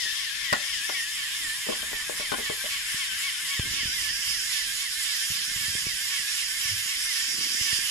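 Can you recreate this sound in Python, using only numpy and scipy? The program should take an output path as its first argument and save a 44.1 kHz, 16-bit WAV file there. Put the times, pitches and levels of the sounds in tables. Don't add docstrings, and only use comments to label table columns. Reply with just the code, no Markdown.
import sys
import numpy as np
from scipy import signal
from scipy.fft import irfft
from scipy.io import wavfile

SR = 44100
rng = np.random.default_rng(int(sys.argv[2]) if len(sys.argv) > 2 else 0)


def master(y):
    cut = np.clip(np.atleast_2d(y).T, -1, 1)
    pcm = np.round(cut * 32767)
    wavfile.write(sys.argv[1], SR, pcm.astype(np.int16))


N = 348390

# free_whine_hz, left_right_phase_rad, own_pan_db, upper_tilt_db_per_octave
MOTOR_BUILDS = [(2260, 0.41, 3.5, 7), (2152.4, 0.74, -2.5, -9), (2254, 3.35, -7, -12), (2079, 2.3, 8, -10)]
# first_stroke_s, longest_gap_s,
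# slowest_stroke_number, gap_cut_ms_per_stroke_squared, hard_early_and_soft_late_s, soft_whine_rise_hz, soft_gain_db
NEAR_CRANKS = [(-.171, .2624, 18.3, .0644, .005, 90, -0.5), (-.191, .2626, 19.8, .0877, .018, 70, 9)]
# time_s, hard_stroke_lowest_whine_hz, whine_level_db
FIRST_LOAD = [(0, 1643, -42), (.8, 1635, -41), (1.501, 1563, -50), (2.3, 1521, -41.5), (2.9, 1428, -43.5),
              (3.4, 1427, -40), (4.4, 1522, -42.5), (5, 1453, -44), (5.5, 1480, -43.5), (6.3, 1549, -41.5),
              (7, 1453, -49.5), (7.9, 1497, -41.5)]
# time_s, hard_stroke_lowest_whine_hz, whine_level_db
SECOND_LOAD = [(0, 1798, -53.5), (0.999, 1748, -49), (1.5, 1691, -45.5), (2.199, 1694, -55.5),
               (2.898, 1601, -48.5), (3.299, 1690, -55), (3.7, 1597, -47.5), (4.2, 1695, -47.5),
               (4.9, 1616, -52.5), (5.7, 1634, -48), (6.3, 1605, -55.5), (7, 1732, -54), (7.9, 1679, -52)]
# first_stroke_s, stroke_gap_s, lowest_whine_hz, whine_level_db
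FAR_STROKES = [(-.1, .262, 1692, -56), (-.05, .248, 1802, -65)]
# rotor_speed_multiple, level_db
ROTOR_ORDERS = [(6, -3), (12, 0), (18, -8), (24, -16)]
# pitch_hz, gain_db
FRAME_RADIATION = [(600, -46), (950, -24.5), (1100, -0.5), (1300, -15), (1600, -0.5), (1800, 6.5),
                   (2000, 12), (2200, 8.5), (2450, 2.5), (2700, 3), (2900, 2), (3080, 14), (3250, 4.5),
                   (3600, 4.5), (4300, -14)]
# time_s, gain_db
WHINE_TOP_GAIN = [(0, -1.5), (1, -0.5), (1.9, -5), (2.1, 1.5), (2.8, -0.5), (3.2, 6), (3.8, -1),
                  (4.3, -3.5), (5.4, -1), (6.3, -1), (7.1, 4), (7.9, 0.5)]
# time_s, pan_db, turned_away_0_to_1
RECORDER_AIM = [(0.0, 6, 0), (0.26, 4.5, 0), (0.51, 5.5, 0.06), (0.77, 4, 0.13), (1.23, 0, 0),
                (3.41, 1.5, 0), (3.9, -3.5, 0.87), (4.5, -4, 0.92), (6.45, -4, 0.9), (7.06, -3.5, 0.92),
                (7.39, -4.5, 0.97), (7.9, -5.5, 0.9)]
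# time_s, level_db
RATTLE_LOW_LEVEL = [(0, -9), (.5, -11.5), (1.3, -7), (2, -3), (3, -6.5), (4, -7), (5, -7.5), (6, -7.5),
                    (7, -8), (7.9, -4.5)]
# time_s, level_1300_2500_hz_db, ring_3_khz_db, level_3300_4200_hz_db, ring_5_khz_db, treble_db
RATTLE_BAND_LEVELS = [(0, -7.5, -4, -3.5, 0.5, -9), (.45, -5, -6, -4.5, -3.5, -11.5),
                      (.8, -7.5, -3, -6, 0, -8.5), (1.3, -6.5, -3.5, -5.5, -2.5, -7),
                      (2, -5.5, -9, -7.5, -4, -8), (2.6, -7.5, -6.5, -6, -3, -7),
                      (2.9, -3, -3, -3.5, -1, -6), (3.6, -6, -3.5, -5, -1.5, -6.5),
                      (3.8, -4.5, -3.5, -3.5, 4, -7.5), (4.3, -6, -3, -7.5, 4.5, -5.5),
                      (4.5, -5, -5.5, -3.5, 2, -4), (5.7, -5, -5, -4, 3, -4.5),
                      (6.9, -3.5, -3.5, -4.5, 2, -4), (7.12, -4, -3.5, -3.5, 5, -4.5),
                      (7.5, -4.5, -3.5, -5, 5.5, -4.5), (7.9, -4, 1, -4, 5, -2.5)]
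# speed_power, delay_s
RATTLE_SPEED_LAW = [(0.6, -0.063), (0.64, -0.035), (0.81, -0.0016), (0.87, 0.016), (0.6, -0.0052),
                    (0.7, -0.057)]
# pitch_hz, density_db_per_hz
RATTLE_SPECTRUM = [(210, -65), (350, -46), (600, -31), (872, -22.5), (1100, -14), (1290, -14.5),
                   (1830, -2.5), (2500, -1.5), (3070, -1), (4340, -6), (5320, -24), (6040, -6), (7290, -14),
                   (8010, -9), (10500, -4), (15000, -27)]
# pitch_hz, width_hz, gain_db
FRAME_RINGS = [(1110, 130, 4.5), (1786, 92, 7.5), (3140, 114, 4), (3566, 130, 3.5), (4984, 398, 10.5),
               (5445, 300, 4.5), (7050, 560, 8.5), (10600, 2400, 1.5)]
# pitch_hz, share
RATTLE_PAN_SHARE = [(400, .3), (700, 0.27), (1300, 1.06), (2300, 0.49), (4300, 1.4), (8000, 0.82),
                    (14000, 0.94)]
# pitch_hz, likeness
FACING_LIKENESS = [(60, 1), (99, 0.97), (160, 0.99), (270, 1), (440, 0.15), (730, 0.04), (1200, 1),
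                   (1980, 0.091), (3260, 0.054), (5370, 0.01), (8850, 0.96), (14600, 0.78)]
# pitch_hz, likeness
TURNED_LIKENESS = [(60, 0.9), (99, 0.98), (160, 0.98), (270, 0.51), (440, -0.86), (730, -0.58),
                   (1200, 0.62), (1980, 0.33), (3260, 0.39), (5370, 0.11), (6800, 1), (8850, 0.84),
                   (14600, 0.56)]
# start_s, level_db, brightness_db_per_octave, pan_db, favoured_hz, favour_db, clatter_decay_s
KNOCK_EVENTS = [(0.056, -58, -1, 8, 400, 6, .01), (0.526, -34, -7, 3, 240, 9, 0.0073),
                (0.528, -42, 12, 4.5, 400, 1, 0.011), (0.534, -39.5, 4.5, -8, 397, 9, 0.011),
                (0.892, -51, 9.5, 6, 400, 10, 0.014), (1.666, -42, -11, -5, 450, 6, .01),
                (1.687, -30, -7.5, 3, 560, 4.5, 0.017), (1.719, -38.5, -1.5, 4, 300, 0, 0.015),
                (1.828, -50.5, 3, 5.5, 527, 9, 0.011), (1.914, -43, -9, -3, 403, -2, 0.0057),
                (1.93, -43, -3, 11, 397, 5, 0.0075), (2.095, -39.5, -4.5, 9, 520, 11.5, 0.011),
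                (2.197, -45, -1, 11, 620, 10, 0.017), (2.318, -29, -3, 6.5, 312, 10, 0.011),
                (2.339, -50.5, 10, 8, 400, 6, 0.01), (2.384, -38.5, -7, 4, 400, 7.5, 0.02),
                (2.498, -35, -5.5, 4, 450, 7.5, 0.011), (2.64, -48.5, -6, -1, 600, 14.5, 0.018)]
# pitch_hz, level_db, t60_s
CONTROLLER_MODES = [(245, 1.5, 0.035), (329, 2, 0.09), (420, 7, 0.042), (496, 11, 0.057), (606, 12, 0.037),
                    (827, 20, 0.024), (1070, 18, 0.015), (1457, 16.5, 0.031), (1986, 2.5, 0.078),
                    (2720, -4, 0.037), (3520, -23, 0.026), (4800, -12, 0.019)]
# start_s, level_db, top_hz
SNAP_EVENTS = [(.527, -14, 8000), (.533, -12, 5000), (.543, -18, 3000), (.893, -21, 4000),
               (.899, -25, 4000), (2.318, -21, 3600), (2.322, -19, 3600), (2.328, -21, 3600),
               (2.343, -23, 3000), (3.596, -19, 3600)]
# start_s,
# level_db, thump_hz, snap_db
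THUMP_EVENTS = [(0.525, -23, 230, -6), (2.317, -34, 260, -10), (2.497, -29, 230, -10),
                (2.944, -34.5, 170.3, -10), (3.595, -19, 98.6, -3), (3.62, -38, 60.1, -20),
                (3.673, -35, 110, -10), (3.69, -39, 60, -15), (3.709, -36, 110, -15),
                (3.806, -40, 60.2, -15), (3.831, -36.5, 169.6, 0), (3.855, -30.5, 114, -15),
                (3.878, -34, 62, -19), (3.936, -45, 89.5, -15), (5.303, -32.5, 125.2, -17),
                (5.316, -36, 110, -20), (5.354, -44, 188.8, -13), (5.413, -50, 189, -2),
                (5.477, -46, 160, -3), (5.515, -44, 170, -2), (5.561, -34, 120.1, -29),
                (5.574, -40, 85, -31), (5.61, -40, 119.6, -8), (5.683, -33, 105, -20),
                (5.695, -39, 80.7, -20), (5.752, -34.5, 120, 7.5), (5.868, -31.5, 110, 5),
                (6.198, -44.5, 189, -22), (6.654, -37, 94.2, -14), (6.859, -43.5, 198.6, -16),
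                (7.389, -39, 166, 5), (7.611, -31, 105.3, -24), (7.729, -32, 100, -1),
                (7.788, -40.5, 199, 6)]
# time_s, rumble_db, rustle_db
GRIP_LEVELS = [(0, -58, -71), (1, -61.5, -67), (1.6, -58, -69.5), (2.8, -56, -72), (3.4, -60.5, -65.5),
               (3.58, -59, -64), (3.66, -48, -49), (3.9, -53.5, -59.5), (4.2, -54, -65), (5.2, -61, -67.5),
               (5.7, -51, -66), (6.1, -60, -64), (7.1, -59.5, -72.5), (7.4, -62, -49), (7.9, -58, -63.5)]
# pitch_hz, density_db_per_hz
RUMBLE_SPECTRUM = [(8.8, -30), (15, -4), (32, 4), (60, 1), (182, -8.5), (332, -10.5), (378, -19),
                   (500, -28), (650, -50), (1100, -120)]

DWELL_POWER = .9
LABOUR_DB = 2
GLIDE_LOSS_DB, STROKE_SPREAD_DB = 2, 1
RATTLE_DB = -29
TURNED_LAG_S = .00015
THUMP_DAMPING_NEPERS_PER_CYCLE = 2.8
THUMP_CUT_HZ = 38
SLIDE_S, SLIDE_LENGTH_S, SLIDE_HZ, SLIDE_DB = 6.68, 0.15, 110, -44.5
ROOM_T60_S, WALL_CUT_HZ = 0.3, 2400
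CUTOFF_HZ = 15150


def from_db(db):
    return 10 ** (np.asarray(db) / 20)


def rms_one(x):
    return x / np.sqrt(np.mean(x ** 2) + 1e-20)


def in_time(rows):
    time_s, *columns = np.transpose(rows)
    return [np.interp(np.arange(N) / SR, time_s, column) for column in columns]


def at_hz(points, hz):
    pitch_hz, value = np.transpose(points)
    return np.interp(np.log(hz), np.log(pitch_hz), value)


def panned(pan_db):
    return from_db(np.array([pan_db / 2, -pan_db / 2]))


def filtered(x, order, cut_hz, kind):
    return signal.sosfilt(signal.butter(order, cut_hz, kind, fs=SR, output="sos"), x)


def drift(rate_hz):
    r = np.exp(-80 * np.pi * rate_hz / SR)
    white = rng.standard_normal(N // 40 + 2002)
    slow = signal.lfilter([1], [1, -2 * r, r * r], white)[2000:]
    return np.interp(np.arange(N) / 40, np.arange(len(slow)), rms_one(slow))


def ring(clicks, hz, t60_s):
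    r, w = from_db(-60 / (t60_s * SR)), 2 * np.pi * hz / SR
    return signal.lfilter([0, np.sin(w)], [1, -2 * r * np.cos(w), r * r], clicks + 1e-18)


def boost(x, hz, width_hz, gain_db):
    r = np.exp(-np.pi * width_hz / SR)
    poles = [1, -2 * r * np.cos(2 * np.pi * hz / SR), r * r]
    peak = signal.lfilter([(1 - r * r) / 2, 0, (r * r - 1) / 2], poles, x)
    return x + (from_db(gain_db) - 1) * peak


def banded_noise(white, spectrum, edges_hz, colour_db, turned, shared_db, own_db, lag_s=0):
    out, together = np.zeros((2, 2, N)), drift(9.5)
    for k, (low_hz, high_hz) in enumerate(zip(edges_hz, edges_hz[1:])):
        mid, side = filtered(white[k % 2], 2, [low_hz, high_hz], "band")
        hz = np.sqrt(low_hz * high_hz)
        alike = (1 - turned) * at_hz(FACING_LIKENESS, hz) + turned * at_hz(TURNED_LIKENESS, hz)
        alike = np.clip(alike, -1, 1)
        valley = 400 < hz < 950
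        flicker_db = shared_db * together + own_db * (1 + valley) * drift(12.0)
        gain = from_db(at_hz(spectrum, hz) + colour_db(hz) + flicker_db)
        stereo = np.sqrt(1 + alike) * mid + np.sqrt(1 - alike) * side * [[1], [-1]]
        out[int(hz > 6500)] += gain * stereo
    out[0, 1] = np.interp(np.arange(N) - lag_s * SR * turned, np.arange(N), out[0, 1])
    return out.sum(axis=0)


def motors():
    near = [strokes(load, *crank) for load, crank in zip([FIRST_LOAD, SECOND_LOAD], NEAR_CRANKS)]
    far = [[(first_s + k * gap_s, hz, db) for k in range(36)] for first_s, gap_s, hz, db in FAR_STROKES]
    tones, turns, speeds = zip(*[
        motor(rows, *build, peak_at=.56, jitter=.005, rough_db=2.2, relief_db=14)
        for rows, build in zip(near + far, MOTOR_BUILDS)])
    return sum(tones), turns, speeds


def strokes(load, first_s, gap_s, slowest, bend_ms, early_s, soft_hz, soft_db):
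    k = np.arange(35)
    soft = k % 2
    bend_s = bend_ms / 3000 * ((k - slowest) ** 3 + slowest ** 3)
    start_s = first_s + gap_s * k - bend_s - early_s * (1 - 2 * soft)
    load_s, low_hz, level_db = np.transpose(load)
    stroke_hz = np.interp(start_s, load_s, low_hz) + soft_hz * soft
    stroke_db = np.interp(start_s, load_s, level_db) + soft_db * soft
    return np.transpose([start_s, stroke_hz, stroke_db])


def motor(stroke_rows, free_hz, phase_rad, pan_db, tilt_db, peak_at, jitter, rough_db, relief_db):
    start_s, low_hz, level_db = np.transpose(stroke_rows)
    count = np.arange(len(start_s))
    stroke = np.interp(np.arange(N) / SR, start_s, count)
    part = np.interp(stroke % 1, [0, np.clip(peak_at, .2, .8), 1], [0, .5, 1])
    sag = (.5 + .5 * np.cos(2 * np.pi * part)) ** DWELL_POWER
    whine_hz = free_hz - sag * (free_hz - np.interp(stroke, count, low_hz))
    rotor_hz = whine_hz / 12 * (1 + jitter * drift(30))
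    turns = np.cumsum(rotor_hz) / SR

    loss_db = relief_db * np.interp(part, [0, .13, .24, .4, .5, .64, 1], [0, 0, 1, 1, .1, .2, 0])
    loss_db = loss_db + GLIDE_LOSS_DB * np.maximum(-np.sin(2 * np.pi * part), 0)
    level_db = level_db + STROKE_SPREAD_DB * rng.standard_normal(len(start_s))
    top_db = in_time(WHINE_TOP_GAIN)[0] * np.clip((whine_hz - 1900) / 250, 0, 1)

    sides = .8 * np.array([drift(15), drift(15)])
    tones = 0
    for multiple, order_db in ROTOR_ORDERS:
        uneven_db = rough_db * max(multiple / 12, 1) * (drift(35) + sides)
        order_tilt_db = tilt_db * np.log2(np.clip(multiple / 12, 1, 1.5))
        tone_hz = multiple * rotor_hz
        gain = from_db(order_db + order_tilt_db + at_hz(FRAME_RADIATION, tone_hz) + uneven_db)
        if multiple > 12:
            gain = gain * np.clip((tone_hz - 2200) / 400, .1, 1)
        tones = tones + gain * np.sin(2 * np.pi * multiple * turns + phase_rad * np.array([[0], [1]]))
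    stroke_db = np.interp(stroke, count, level_db)
    level = from_db(stroke_db - loss_db + top_db + LABOUR_DB * (sag - .5))
    return tones * level * panned(pan_db)[:, None], turns, whine_hz / free_hz


def rattle(turns, speed, pan_db, turned):
    t = np.arange(N) / SR
    speed_db = 20 * np.log10(speed)
    levels_db = in_time(RATTLE_LOW_LEVEL) + in_time(RATTLE_BAND_LEVELS)
    bands_db = [level_db + power * np.interp(t - delay_s, t, speed_db)
                for level_db, (power, delay_s) in zip(levels_db, RATTLE_SPEED_LAW)]

    def colour_db(hz):
        band = np.searchsorted([1300, 2500, 3300, 4200, 6200], hz)
        return bands_db[band] + at_hz(RATTLE_PAN_SHARE, hz) * pan_db * [[.5], [-.5]]

    edges_hz = 330 * 2 ** np.arange(0, 5.8, 1 / 4)
    teeth = tooth_noise(turns, repeating=.62, uneven_db=4)
    noise = banded_noise(teeth, RATTLE_SPECTRUM, edges_hz, colour_db, turned,
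                         shared_db=0.68, own_db=1.27, lag_s=TURNED_LAG_S)
    for mode in FRAME_RINGS:
        noise = boost(noise, *mode)
    return from_db(RATTLE_DB) * rms_one(noise)


def tooth_noise(turns, repeating, uneven_db):
    order = np.arange(241)
    shape = (4, len(turns), 241)
    strength_db = uneven_db * (order < 60) * np.clip(rng.standard_normal(shape[1:]), -2, 1.3)
    orders = from_db(strength_db) * np.exp(2j * np.pi * rng.random(shape))
    patterns = irfft(orders * (order < 120))
    steps = [(480 * turn).astype(int) % 480 for turn in turns]
    looped = np.array([sum(p[step] for p, step in zip(draw, steps)) for draw in patterns])
    fresh = rng.standard_normal((4, N))
    mixed = np.sqrt(repeating) * rms_one(looped) + np.sqrt(1 - repeating) * fresh
    return mixed.reshape(2, 2, N)


def knocks():
    out, t = np.zeros((2, N)), np.arange(SR // 20) / SR
    chance = rng.standard_normal((len(KNOCK_EVENTS), len(t) + len(CONTROLLER_MODES)))
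    contact = 10.2 * (np.arange(len(t)) == 40)
    for m, (hz, mode_db, t60_s) in enumerate(CONTROLLER_MODES):
        clicks = np.zeros((2, N + len(t)))
        for k, (start_s, level_db, bright_db, pan_db, favoured_hz, favour_db, decay_s) in enumerate(KNOCK_EVENTS):
            ragged = chance[k, :len(t)] ** 3 / 4
            clatter = 0.82 * ragged * np.exp(-t / decay_s) * np.minimum(t / 0.0028, 1)
            favour = np.exp(-(np.log2(hz / favoured_hz) / 0.3) ** 2)
            luck_db = 1.3 * chance[k, len(t) + m] + favour_db * favour
            gain = from_db(level_db + mode_db + bright_db * np.log2(hz / 450) + luck_db - 30.0)
            sides = panned(pan_db * min(hz / 600, 1))[:, None]
            clicks[:, round(start_s * SR):][:, :len(t)] += gain * sides * (clatter + contact)
        out += ring(clicks[:, :N], hz, t60_s) * [[1], [(-1) ** m]]
    return filtered(out, 3, 200, "high")


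def snaps():
    out, t = np.zeros((2, N)), np.arange(SR // 50) / SR
    for start_s, level_db, top_hz in SNAP_EVENTS:
        burst = rng.standard_normal(len(t)) + .5 * rng.standard_normal((2, len(t)))
        snap = filtered(burst * np.exp(-t / .003), 2, [900, top_hz], "band")
        out[:, round(start_s * SR):][:, :len(t)] += from_db(level_db) * snap
    return out


def thumps():
    out, t = np.zeros(N + SR), np.arange(SR // 8) / SR
    late_s = np.maximum(t - .0012, 0)
    squeeze = np.exp(-t / 0.0026) * np.minimum(t / 0.0015, 1)
    for start_s, level_db, hz, snap_db in THUMP_EVENTS:
        start = round(start_s * SR)
        damping = np.exp(THUMP_DAMPING_NEPERS_PER_CYCLE * (1 / 4 - hz * late_s))
        dip = -np.sin(2 * np.pi * hz * late_s) * damping
        snap = from_db(snap_db) * np.sin(2 * np.pi * 400 * t) * np.exp(-t / 0.0012)
        out[start:][:len(t)] += from_db(level_db) * (dip + snap)
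        out[:start + 40][:-len(t) - 1:-1] += from_db(level_db - 7.5) * squeeze
    out = filtered(out, 1, THUMP_CUT_HZ, "high")
    return np.array([out[16:N + 16], out[:N]])


def slide():
    part = (np.arange(N) / SR - SLIDE_S) / SLIDE_LENGTH_S
    noise = filtered(rng.standard_normal(N), 2, [SLIDE_HZ / 1.2, SLIDE_HZ * 1.07], "band")
    return from_db(SLIDE_DB) * rms_one(noise) * np.interp(part, [0, .1, .7, 1.1], [0, 1, .8, 0])


def rustle():
    hits = rng.random((3, N)) < 150 / SR
    strength = from_db(4 * np.minimum(rng.exponential(1, (3, N)), 4))
    ticks = hits * strength * rng.choice([-1, 1], (3, N))
    both = ticks[0] + 2.04 * ticks[1:] + 1e-18
    return from_db(in_time(GRIP_LEVELS)[1]) * rms_one(filtered(both, 3, [130, 380], "band"))


def rumble(turned):
    edges_hz = 14 * 2 ** np.arange(0, 5.6, .5)
    white = rng.standard_normal((2, 2, N))
    noise = banded_noise(white, RUMBLE_SPECTRUM, edges_hz, lambda hz: 0, turned, shared_db=2.5, own_db=3.5)
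    return from_db(in_time(GRIP_LEVELS)[0]) * rms_one(noise)


def room(x):
    out, dull = np.zeros((2, N)), np.exp(-2 * np.pi * WALL_CUT_HZ / SR)
    lags = (rng.uniform(0.025, 0.044, 12) * SR).astype(int)
    for k, lag in enumerate(lags):
        loop, gain, state = x.copy(), from_db(-60 * lag / SR / ROOM_T60_S), [0.]
        for i in range(lag, N, lag):
            back, state = signal.lfilter([gain * (1 - dull)], [1, -dull], loop[i - lag:i], zi=state)
            loop[i:i + lag] += back[:N - i]
        out[k % 2] += (loop - x) * (-1) ** (k // 2)
    return out


def scene():
    pan_db, turned = in_time(RECORDER_AIM)
    turned = np.clip(turned, 0, 1)
    tones, turns, speeds = motors()
    machine = panned(pan_db) * tones + rattle(turns, speeds[0], pan_db, turned)
    hand = knocks() + snaps()
    handling = thumps() + slide() + rustle() + rumble(turned)
    echoes = room(from_db(-16) * hand[0] + from_db(-7.5) * tones[0])
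    return machine + hand + handling + echoes


def record(dry):
    return signal.sosfilt(signal.ellip(12, .5, 80, CUTOFF_HZ, fs=SR, output="sos"), dry)


dry = scene()
out = record(dry)
master(out)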